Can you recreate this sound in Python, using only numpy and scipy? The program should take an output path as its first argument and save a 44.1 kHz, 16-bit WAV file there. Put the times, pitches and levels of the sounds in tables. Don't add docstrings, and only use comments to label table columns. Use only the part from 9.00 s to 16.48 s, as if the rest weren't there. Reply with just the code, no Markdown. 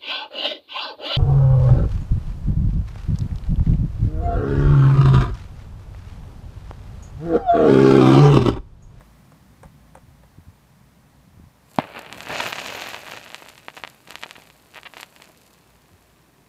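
import sys
import numpy as np
from scipy import signal
from scipy.fft import rfft, irfft
from scipy.io import wavfile

SR = 44100
rng = np.random.default_rng(int(sys.argv[2]) if len(sys.argv) > 2 else 0)


def file_out(sig):
    cols = np.atleast_2d(sig).T
    lim = np.clip(cols, -1, 1)
    pcm = np.round(lim * 32767).astype(np.int16)
    wavfile.write(sys.argv[1], SR, pcm)


N = 329868
T = np.arange(N) / SR

FLARE_DB = -31.5
COOL_S = 6.1


def amp(db):
    return 10 ** (np.asarray(db) / 20)


def decibels(power):
    return 10 * np.log10(power + 1e-12)


def unit(x):
    return x / np.sqrt(np.mean(x ** 2) + 1e-20)


def steady(x, size):
    window = np.hanning(size)
    local_power = abs(signal.oaconvolve(x ** 2, window / window.sum(), "same"))
    return x / np.sqrt(local_power + 1e-4 * np.mean(x ** 2))


def curves(rows):
    times_s, *columns = np.transpose(rows)
    return [np.interp(T, times_s, column) for column in columns]


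def gain_at(spectrum, hz):
    points_hz, points_db = np.transpose(spectrum)
    return amp(np.interp(np.log(hz + 1), np.log(points_hz), points_db))


def add(mix, start_s, sound):
    part = mix[max(round(start_s * SR), 0):][:len(sound)]
    part += sound[:len(part)]


def noise(spectrum):
    white = rfft(rng.standard_normal(N))
    return unit(irfft(white * gain_at(spectrum, np.fft.rfftfreq(N, 1 / SR)), N))


def drift(hz):
    return noise([(hz / 8, 0), (hz, -3), (2 * hz, -40), (4 * hz, -120)])


def causal(spectrum, size=4096):
    log_gain = np.log(gain_at(spectrum, abs(np.fft.fftfreq(size, 1 / SR))))
    return np.fft.ifft(np.exp(np.conj(signal.hilbert(log_gain)))).real[:size // 2]


def through(x, response):
    return signal.oaconvolve(x, response)[:N]


def swell(crest_s, half_s, db):
    return amp(db) ** 2 * np.exp(-np.minimum(((T - crest_s) / half_s) ** 2, 60))


def sparks(per_s, spread_db):
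    return (rng.random(N) < per_s / SR) * amp(spread_db * np.minimum(rng.exponential(1, N), 4))


def pressure_wave(hz, size=400):
    u = 2 * np.pi * hz * np.arange(-size, size) / SR
    shape = -u / (1 + u ** 2) ** 2
    return shape / shape.max()


def add_burst(mix, centre_s, db, hz, size=400):
    add(mix, centre_s - size / SR, amp(db) * pressure_wave(hz, size))


def surroundings(x, tail_db, t60_s, scatter=0):
    # delay in seconds, gain.
    echoes = [(.00062, -0.038), (.00115, 0.035), (.0041, 0.053), (.0075, 0.072), (0.0131, .08),
              (0.018, -0.027)]
    t = np.arange(SR // 4) / SR
    diffuse = signal.lfilter(*signal.butter(2, [400, 5500], "band", fs=SR), rng.standard_normal(len(t)))
    decay = amp(-60 * t / t60_s) + amp(-28.5 - 60 * t)
    response = amp(tail_db) * unit(diffuse * decay) / np.sqrt(len(t))
    response[0] += 1
    for delay_s, gain in echoes:
        response[round(delay_s * np.exp(scatter * rng.uniform(-1, 1)) * SR)] += gain
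    return through(x, response)


def hum():
    # time in seconds, level in dB.
    levels = [(0, -51), (.62, -85), (.9, -60), (2.5, -78), (7.48, -74)]
    pitch_hz = 56 * (1 + 0.0293 * drift(10))
    return amp(curves(levels)[0]) * unit(np.sin(2 * np.pi * np.cumsum(pitch_hz) / SR))


def air():
    # frequency in Hz, density in dB.
    rumble_spectrum = [(20, -15), (40, -31), (58, 6), (85, -5.5), (145, 2.5), (250, -7), (360, -18),
                       (700, -66)]
    hiss_spectrum = [(150, -14), (420, -2.5), (600, 0), (820, -1.5), (1050, -0.5), (1400, -6.5), (1900, -6),
                     (2800, -12), (4000, -13), (7000, -16.5), (15000, -18.5)]
    # time in seconds, rumble level in dB, hiss level in dB.
    levels = [(0, -53.5, -58.5), (.6, -50.5, -59.5), (1.0, -52, -60), (1.6, -56.5, -60), (2.3, -52, -60.5),
              (2.56, -59, -60), (4, -61.5, -59), (6.3, -63, -59), (7.48, -62.5, -61)]
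    rumble_db, hiss_db = curves(levels)
    return amp(rumble_db) * noise(rumble_spectrum) + amp(hiss_db) * noise(hiss_spectrum)


def wind_puffs():
    # centre in seconds, level in dB, pitch in Hz.
    puffs = [(0.659, -32.5, 59), (1.035, -43, 64.4), (1.09, -42, 90), (1.148, -45, 65), (1.385, -34, 100),
             (1.483, -36.5, 78.4), (2.374, -41, 90), (2.398, -34, 105), (2.439, -41, 100), (2.47, -43, 60),
             (6.94, -47, 160)]
    eddies = noise([(30, -11), (90, 18), (220, -4.5), (500, -38), (1500, -60)])
    out = np.zeros(N)
    for centre_s, db, hz in puffs:
        add_burst(out, centre_s, db, hz, size=3000)
        out += amp(db - 13) * eddies * np.exp(-np.minimum(((T - centre_s) / 0.032) ** 2, 30))
    return signal.lfilter(*signal.butter(2, [30, 320], "band", fs=SR), out)


def handling():
    # start in seconds, level in dB.
    clacks = [(.008, -37.5), (.32, -38.5), (.632, -33.5), (.641, -41), (0.654, -41), (0.952, -30.5),
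              (.973, -38), (1.234, -42.5)]
    # frequency in Hz, gain in dB.
    body_spectrum = [(150, -12), (380, -8), (540, 3), (780, 2), (1050, 1), (1400, -7), (1750, -7),
                     (2700, -18), (3300, -16), (4800, -29), (6500, -18), (7400, -22), (8700, -11),
                     (11000, -31)]
    out, t = np.zeros(N), np.arange(SR // 8) / SR
    knock = np.sin(2 * np.pi * 525 * t) * np.exp(-t / .009)
    for start_s, db in clacks:
        contact, rattle = rng.standard_normal((2, len(t)))
        rattle = signal.lfilter(*signal.butter(2, 2400, fs=SR), rattle)
        blow = contact * np.exp(-t / .003) + .8 * rattle * np.exp(-t / .011)
        clack = signal.fftconvolve(blow, causal(body_spectrum))[:len(t)]
        add(out, start_s, amp(db) * (.9 * clack / abs(clack).max() + .3 * knock))
    return out


def crust_open(middle_s=3.28, length_s=0.33):
    return np.clip((T - middle_s) / length_s + .5, 0, 1)


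def burning(crust_hz=1020, open_hz=1500):
    # time in seconds, crackle level in dB.
    fierceness = [(2.6, -80), (2.77, -52), (2.8, -32.5), (2.86, -43), (3.1, -43.5), (3.25, -40.5),
                  (3.34, -29), (3.46, -28), (3.52, -34.5), (3.76, -33), (3.93, -36), (4.05, -43),
                  (4.22, -45), (4.4, -47), (4.6, -54.5), (5.0, -61.5), (6.4, -63), (7.48, -70.5)]
    # crest in seconds, half length in seconds, level in dB, burst pitch in Hz.
    surges = [(2.975, 0.021, -35, 1045), (3.317, .02, -31, 720), (4.131, 0.039, -38.5, 1500),
              (4.774, 0.019, -42, 2220), (4.86, 0.081, -56.5, 1400), (5.112, 0.026, -47, 1600),
              (5.248, 0.066, -49.5, 1340), (5.4, .07, -52, 1500), (5.768, 0.024, -46.5, 1380),
              (5.987, 0.043, -47, 1340), (6.219, .06, -52.5, 1533)]
    power = amp(curves(fierceness)[0]) ** 2
    pitch_hz = crust_hz + crust_open() * (open_hz - crust_hz)
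    for crest_s, half_s, db, hz in surges:
        surge = swell(crest_s, half_s, db)
        power += surge
        pitch_hz += (hz - pitch_hz) * surge / power
    return decibels(power), pitch_hz


def flame(crackle_db, flare_db=-48, ember_db=-61.5):
    # frequency in Hz, density in dB.
    spectrum = [(40, -28), (100, 2.5), (170, -0.5), (280, -0.5), (420, -4.5), (900, -28)]
    # crest in seconds, half length in seconds, level in dB.
    whooshes = [(3.166, 0.046, -47), (3.317, .025, -41.5)]
    power = amp(flare_db + 0.81 * (crackle_db - FLARE_DB)) ** 2 + amp(ember_db) ** 2
    power += sum(swell(*whoosh) for whoosh in whooshes)
    return np.sqrt(power) * noise(spectrum)


def vents(flutter_db=3.5):
    # crest in seconds, half length in seconds, level in dB.
    hisses = [(3.49, 0.023, -44), (3.797, 0.13, -52), (4.12, .04, -56.5)]
    # frequency in Hz, density in dB.
    spectrum = [(5000, -40), (9500, -18), (11500, -1), (13000, 0), (15500, -2)]
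    envelope = np.sqrt(sum(swell(*hiss) for hiss in hisses))
    return envelope * unit(noise(spectrum) * amp(flutter_db * drift(70)))


def ember_ticks(first_per_s=22, fade_s=.6, tick_db=-39):
    per_s = (T > COOL_S) * first_per_s * np.exp(-abs(T - COOL_S) / fade_s)
    fires = rng.random(N) < per_s / SR
    db = tick_db + 2 * rng.standard_normal(N)
    return list(zip(T[fires], db[fires]))


def fizz_level(crackle_db, flare_db=-52.5, crust_db=-9, cooling_db_per_s=6):
    # crest in seconds, half length in seconds, level in dB.
    jets = [(2.726, .05, -58), (3.22, 0.048, -51), (3.446, 0.034, -45), (4.05, .06, -56),
            (4.42, 0.054, -60.5), (6.006, 0.028, -54.5)]
    db = flare_db + 0.36 * (crackle_db - FLARE_DB) + crust_db * (1 - crust_open())
    db -= cooling_db_per_s * np.maximum(T - COOL_S, 0)
    return decibels(amp(db) ** 2 + sum(swell(*jet) for jet in jets))


def fizz(level_db):
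    # frequency in Hz, density in dB.
    spectrum = [(2000, -15.5), (4500, 5.5), (5600, -4.5), (7500, 4), (9800, -1), (12500, 3), (15500, -11.5)]
    # start in seconds, level in dB.
    grit = [(2.761, -26.5), (2.9924, -24), (3.0208, -31.5), (3.327, -27), (3.669, -22), (4.492, -26),
            (4.8994, -29), (5.1071, -29), (5.1558, -28), (5.194, -37), (6.0104, -21.5)]
    tick = causal(spectrum)
    grains_per_s = 200 + 4000 * amp(1.3 * np.minimum(level_db + 56.5, 3))
    grains = steady(through(sparks(grains_per_s, spread_db=23), tick), size=3600)
    snaps = np.zeros(N)
    for start_s, db in grit + ember_ticks():
        add(snaps, start_s, amp(db) * tick / abs(tick).max())
    gas = noise(spectrum) * amp(2 * drift(53))
    return amp(level_db) * (0.77 * grains + 0.58 * gas) + surroundings(snaps, tail_db=-2, t60_s=.02)


def lesser_pops(crackle_db, pitch_hz, max_per_s=36, flare_db=-23.5, crust_db=-5.5):
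    activity = np.interp(crackle_db, [-60, -47], [0, 1])
    fires = rng.random(N) < activity * max_per_s / SR
    loudness, octaves = rng.standard_normal((2, N))
    db = flare_db + 0.59 * (crackle_db - FLARE_DB) + crust_db * (1 - crust_open()) + 4 * loudness
    hz = pitch_hz * 2 ** octaves
    return list(zip(T[fires], db[fires], hz[fires]))


def sputters():
    # start in seconds, length in seconds, level in dB, pulses per second, pitch in Hz.
    runs = [(3.401, .0055, -12, 990, 1110), (5.236, .0105, -30, 900, 1600), (5.355, .011, -32, 300, 1340),
            (5.7595, .029, -26.5, 140, 1240), (5.854, .019, -28, 540, 1390), (6.288, .014, -44, 360, 348)]
    out = np.zeros(N)
    for start_s, length_s, db, per_s, hz in runs:
        jitter = rng.standard_normal((24, 3))[:int(length_s * per_s) + 1]
        for k, (late, loud, high) in enumerate(jitter):
            add_burst(out, start_s + (k + .15 * late) / per_s, db + 1.7 * loud, hz * np.exp(.2 * high))
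    return signal.lfilter(*signal.butter(3, 3800, fs=SR), out)


def pops(chance_pops):
    # centre in seconds, level in dB, pitch in Hz.
    largest_pops = [(2.823, -31, 547), (2.9802, -23.5, 960), (3.064, -27, 1180), (3.1268, -18, 2350),
                    (3.206, -19, 2060), (3.2706, -22.5, 800), (3.3064, -19.5, 830), (3.3589, -15, 1120),
                    (3.4647, -13.5, 1100), (3.5295, -11, 1500), (3.5841, -16, 1187), (3.592, -18.5, 1420),
                    (3.6614, -18, 1830), (3.684, -18, 2020), (3.8211, -16, 1730), (3.8702, -21, 1400),
                    (3.902, -24, 1390), (3.9459, -17, 1440), (4.0845, -24.5, 1030), (4.121, -20.5, 1150),
                    (4.3029, -27, 1680), (4.3457, -16, 2080), (4.4231, -28.5, 635), (4.4865, -27, 2130),
                    (4.579, -30.5, 2330), (4.6843, -17, 1020), (4.7021, -32, 1490), (4.78, -28, 1540),
                    (4.8375, -15, 1220), (4.8492, -21, 1170), (4.8758, -23.5, 1840), (5.1069, -22, 2720),
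                    (5.1559, -16.5, 2070), (5.2273, -23.5, 1830), (5.2353, -14.5, 1590),
                    (5.2923, -33, 1820), (5.3102, -20.5, 2270), (5.5014, -33.5, 1890), (5.8327, -28, 1760),
                    (5.9371, -28, 1170), (5.9692, -24, 1060), (5.9828, -30, 1810), (6.001, -25.5, 1300),
                    (6.031, -19, 1730), (6.1633, -33, 1940), (6.2217, -28.5, 2500)]
    # frequency in Hz, gain in dB.
    heap_spectrum = [(100, -5), (330, -4.5), (470, -4), (750, 0), (1050, -.5), (1500, .5), (2400, 1.5),
                     (4400, 1.5), (5600, -3), (7500, 2), (10000, 2), (14000, 4)]
    cracks = np.zeros(N)
    for centre_s, db, hz in largest_pops + chance_pops:
        add_burst(cracks, centre_s, db, hz)
        add_burst(cracks, centre_s, db - 14, hz / 2.2)
    coloured = through(cracks + sputters(), causal(heap_spectrum))
    return surroundings(coloured, tail_db=-16, t60_s=0.025)


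def under_crust(x, breakthrough_s=3.15, fade_s=0.047):
    muffled = signal.sosfiltfilt(signal.butter(4, 5000, fs=SR, output="sos"), x)
    broken = np.clip((T - breakthrough_s) / fade_s, 0, 1)
    return muffled + broken * (x - muffled)


def crackle(level_db, pitch_hz):
    # frequency in Hz, gain in dB.
    corner_spectrum = [(100, 3), (280, 2.5), (430, 0.5), (630, 5.5), (1000, -1.5), (1280, -2), (1600, 1.5),
                       (2050, -1), (2550, 4.5), (3300, -0.5), (4250, 2), (5400, -0.5), (6800, 6.5),
                       (9800, -5)]
    grains_per_s = 130 + 3000 * amp(1.5 * np.minimum(level_db + 31, 3))
    clicks = sparks(grains_per_s, spread_db=4.5) * amp(2 * drift(50))
    sizes_hz = np.geomspace(400, 4200, 12)
    grain_hz = pitch_hz * np.exp(.28 * rng.standard_normal(N))
    nearest_size = np.searchsorted(np.sqrt(sizes_hz[1:] * sizes_hz[:-1]), grain_hz)
    hail = np.zeros(N)
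    for k, hz in enumerate(sizes_hz):
        bursts = signal.oaconvolve(clicks * (nearest_size == k), pressure_wave(hz), "same")
        hail += surroundings(bursts, tail_db=-11, t60_s=0.23, scatter=0.21)
    return amp(level_db) * steady(through(hail, causal(corner_spectrum)), size=2800)


def bang(ignition_s=2.7867, level_db=-1.5):
    # frequency in Hz, gain in dB.
    spectrum = [(40, -22), (140, 1), (270, 2), (460, -19), (610, -1), (780, 0), (1020, -3), (1350, -15),
                (2400, -19), (2850, -27), (3200, -19), (4100, -26), (5900, -42), (15000, -55)]
    pole = np.exp(-2 * np.pi * 1500 / SR)
    blast = -signal.lfilter([-pole, 1], [1, -pole], causal(spectrum))
    out = np.zeros(N)
    add(out, ignition_s, amp(level_db) * blast / abs(blast).max())
    add_burst(out, ignition_s, db=-20, hz=170)
    return surroundings(out, tail_db=-16, t60_s=0.03)


def scene():
    crackle_db, pitch_hz = burning()
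    lit = np.clip((T - 2.58) / 0.13, 0, 1)
    hail = under_crust(crackle(crackle_db, pitch_hz))
    fire = hail + fizz(fizz_level(crackle_db)) + vents() + flame(crackle_db)
    explosions = pops(lesser_pops(crackle_db, pitch_hz)) + bang()
    background = handling() + air() + wind_puffs() + hum()
    return (lit * fire + explosions + background)[None]


def record(dry):
    lowpass = signal.firwin(401, 15600, window=("kaiser", 8), fs=SR)
    return signal.oaconvolve(dry, lowpass[None], "same")


dry = scene()
out = record(dry)
file_out(out)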